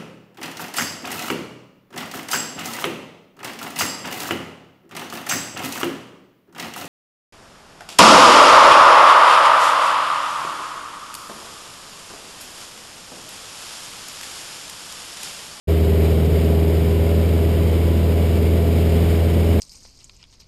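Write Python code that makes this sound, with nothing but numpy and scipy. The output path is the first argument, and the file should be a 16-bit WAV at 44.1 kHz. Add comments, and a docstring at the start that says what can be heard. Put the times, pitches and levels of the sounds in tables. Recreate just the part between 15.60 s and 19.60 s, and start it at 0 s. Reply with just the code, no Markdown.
"""Inside the cockpit of a small propeller plane in flight.
The sound cuts in with a four-cylinder four-stroke engine droning over the throbbing rumble of the
cabin and the rush of air on the canopy. Throughout, uneven sampling mirrors the drone around a high
pitch as a thin sizzle. As the seconds pass, the engine slowly picks up speed, and its louder
harmonics swell and fade."""
import sys
import numpy as np
from scipy import signal
from scipy.fft import rfft, irfft
from scipy.io import wavfile

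SR = 44100
rng = np.random.default_rng(int(sys.argv[2]) if len(sys.argv) > 2 else 0)


def log_audio(samples):
    """Write samples as a 16-bit WAV file to the path given in sys.argv[1]."""
    # one column per channel
    frames = np.atleast_2d(samples).T
    # limit to full scale, then quantise
    limited = np.clip(frames, -1, 1)
    pcm = np.round(limited * 32767).astype(np.int16)
    wavfile.write(sys.argv[1], SR, pcm)


N = 176400

# Engine speed. Each row: time in seconds, firing rate in Hz.
FIRING_RATE = [(0, 79.9), (.3, 79.9), (.52, 79.72), (.85, 80.1), (1, 80.47), (1.45, 81.08), (1.9, 81.63),
               (2.1, 81.43), (2.42, 81.32), (2.75, 81.52), (2.95, 81.85), (3.38, 82.06), (3.58, 82.55),
               (3.78, 82.66), (4, 82.52)]
# Harmonics of the drone. Each row: order (multiple of the engine cycle rate), base rms level in dB.
HARMONICS = [(2, -44.5), (3, -44), (4, -16.5), (5, -33.5), (6, -35), (7, -36), (8, -27), (9, -46),
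             (10, -34), (11, -40.5), (12, -34), (13, -42), (15, -40), (16, -35.5), (17, -39), (18, -48),
             (19, -39), (20, -29), (21, -37), (22, -39), (23, -45.5), (24, -40), (25, -40), (26, -48),
             (27, -44.5), (28, -40.5), (30, -45.5), (33, -43.5), (34, -46.5), (37, -55), (38, -49.5),
             (39, -59), (40, -56), (42, -52.5), (44, -60.5), (49, -51), (53, -62.5), (56, -55.5)]
SWELLING_ORDERS = (8, 10, 12, 20, 22)
# Swell of the loud harmonics. Each row: time in seconds, then gain in dB for each of SWELLING_ORDERS.
HARMONIC_SWELLS = [(.1, 0.67, 1.5, -7, 2.5, 3), (.7, 1.6, -5, 0.5, 0.5, 6.5),
                   (1.3, 0.81, -0.5, -1, 3.5, -7), (1.75, -1.6, -1.5, 1.5, -.7, -3),
                   (2.15, -0.38, 0, -3.5, -3, -1), (2.75, -2.6, 2.5, 1.5, -1, 1),
                   (3.25, 0.37, 1.5, 1, -.4, -3), (4, -0.98, 5.5, 0, -2.5, 2)]
# Slow swell of the rumble and the remaining weak harmonics. 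Each row: time in seconds, gain in dB.
CABIN_SWELL = [(0, -0.5), (.75, -0.05), (1.4, -0.5), (2.2, -.6), (2.8, -0.5), (3.5, 1.06), (4, -0.2)]
# Spectrum of the cabin rumble. Each row: frequency in Hz, base density in dB per Hz.
RUMBLE_SPECTRUM = [(8, -90), (30, -66), (45, -63.5), (62, -49), (110, -51.5), (135, -57), (160, -55.5),
                   (195, -48), (225, -50), (270, -54.5), (350, -52.5), (405, -54), (470, -54.5), (540, -57),
                   (670, -58), (760, -67.5), (900, -69.5), (1150, -79.5), (2000, -88), (4000, -120)]
# Spectrum of the air on the canopy. Each row: frequency in Hz, base density in dB per Hz.
AIR_SPECTRUM = [(200, -101), (900, -76), (1300, -73), (1650, -75), (2000, -72.5), (2270, -70),
                (2550, -74.5), (2950, -72), (3500, -77), (3900, -78), (4350, -82.5), (4850, -79.5),
                (5080, -81), (5450, -86), (5950, -102), (6500, -88.5), (7100, -84), (7700, -89),
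                (9000, -85), (11000, -101), (15000, -104)]
# Slow swell of the air rush. Each row: time in seconds, gain in dB.
AIR_SWELL = [(0, 0.3), (.33, -1), (.46, 1), (.62, -1), (.8, 0.5), (.98, -1.6), (1.2, -0.4), (1.7, -0.4),
             (2.3, -0.5), (2.7, 0), (3.05, -0.4), (3.35, 0.9), (3.7, 0.7), (4, 0.5)]

CYLINDERS = 4
FIRING_WAVER, LOUD_WAVER, WEAK_WAVER, WAVER_HZ = 0.015, 0.053, 0.3, 2.7  # relative depths, and rate
THROB_CYCLE, THROB_CRANK, THROB_FIRING, AIR_THROB = 0.04, 0.089, 0.21, 0.043  # modulation depths
GUST_DB, GUST_HZ = 0.6, 29
TIMING_ERROR_US, MIRROR_HZ = 28.8, 12000
START_S, FADE_S, CUTOFF_HZ = 0.073, 0.016, 15300


def amp(db):
    """Amplitude grows tenfold for every 20 dB."""
    return 10 ** (np.asarray(db) / 20)


def curve(points):
    """Linear interpolation of (seconds, value) points gives one value per sample."""
    return np.interp(np.arange(N) / SR, *np.transpose(points))


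def drift(rate_hz):
    """Low-pass filtering of noise leaves a slow random motion, scaled to rms 1."""
    hz = np.fft.rfftfreq(N, 1 / SR)
    motion = irfft(rfft(rng.standard_normal(N)) * (hz > 0) / (1 + (hz / rate_hz) ** 2), N)
    return motion / motion.std()


def shaped_noise(spectrum):
    """Spectral shaping gives white noise the density set by (Hz, dB per Hz) points."""
    hz, db = np.transpose(spectrum)
    gain = amp(np.interp(np.log(np.fft.rfftfreq(N, 1 / SR) + 1), np.log(hz), db))
    return irfft(rfft(rng.standard_normal(N)) * gain, N) * np.sqrt(SR / 2)


def engine_drone(cycle_angle):
    """Periodic forcing by exhaust and propeller yields a harmonic series with a strong firing note.
    Unequal cylinders and the cabin's ringing supply the weaker harmonics."""
    drone, swells = np.zeros(N), np.array(HARMONIC_SWELLS)
    for order, base_db in HARMONICS:
        if order == CYLINDERS:  # the firing note
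            waver, swell_db = FIRING_WAVER, 0
        elif order in SWELLING_ORDERS:
            column = 1 + SWELLING_ORDERS.index(order)
            waver, swell_db = LOUD_WAVER, curve(swells[:, [0, column]])
        else:
            waver, swell_db = WEAK_WAVER, curve(CABIN_SWELL)
        wander = drift(WAVER_HZ) + 1j * drift(WAVER_HZ)  # moves both amplitude and phase
        sway = (1 + waver * wander) / np.sqrt(1 + 2 * waver ** 2)  # unit mean power
        offset = rng.uniform(-np.pi, np.pi)
        if order in (CYLINDERS, 2 * CYLINDERS):
            offset = 0  # the two lowest firing harmonics join in one push
        harmonic = (sway * np.exp(1j * (order * cycle_angle + offset))).real
        drone += np.sqrt(2) * amp(base_db + swell_db) * harmonic
    return drone


def cabin_rumble(cycle_angle):
    """Amplitude modulation: the airframe's rumble pulses with each engine cycle, crank turn and firing."""
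    throb = (1 + THROB_CYCLE * np.cos(cycle_angle)
             + THROB_CRANK * np.cos(2 * cycle_angle)
             + THROB_FIRING * np.cos(CYLINDERS * cycle_angle))
    return shaped_noise(RUMBLE_SPECTRUM) * throb * amp(curve(CABIN_SWELL))


def slipstream(cycle_angle):
    """Flow noise: air hisses over the canopy in small gusts, lightly modulated by the engine cycle."""
    hiss = shaped_noise(AIR_SPECTRUM)
    gusts = amp(curve(AIR_SWELL) + GUST_DB * drift(GUST_HZ))
    throb = 1 + AIR_THROB * np.cos(cycle_angle)
    return hiss * gusts * throb


def scene():
    """Superposition of three sources that share one phase, the integral of the engine cycle rate."""
    cycle_hz = curve(FIRING_RATE) / CYLINDERS  # each cylinder fires once in two crank turns
    cycle_angle = 2 * np.pi * np.cumsum(cycle_hz) / SR
    return (engine_drone(cycle_angle) + cabin_rumble(cycle_angle) + slipstream(cycle_angle))[None]


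def record(dry):
    """Phase modulation by a periodic sample-timing error puts sidebands on both sides of MIRROR_HZ.
    The sound then cuts in through a short fade and is low-pass filtered."""
    t = np.arange(N) / SR
    error_s = TIMING_ERROR_US * 1e-6 * np.cos(2 * np.pi * MIRROR_HZ * t)
    slope = SR * np.diff(dry, prepend=dry[:, :1])
    sizzle = error_s * slope  # first-order effect of a small time shift
    fade_in = np.clip((t - START_S) / FADE_S, 0, 1)
    lowpass = signal.firwin(1501, CUTOFF_HZ, window=("kaiser", 9), fs=SR)
    return signal.oaconvolve((dry + sizzle) * fade_in, lowpass[None], "same")


dry = scene()
out = record(dry)
log_audio(out)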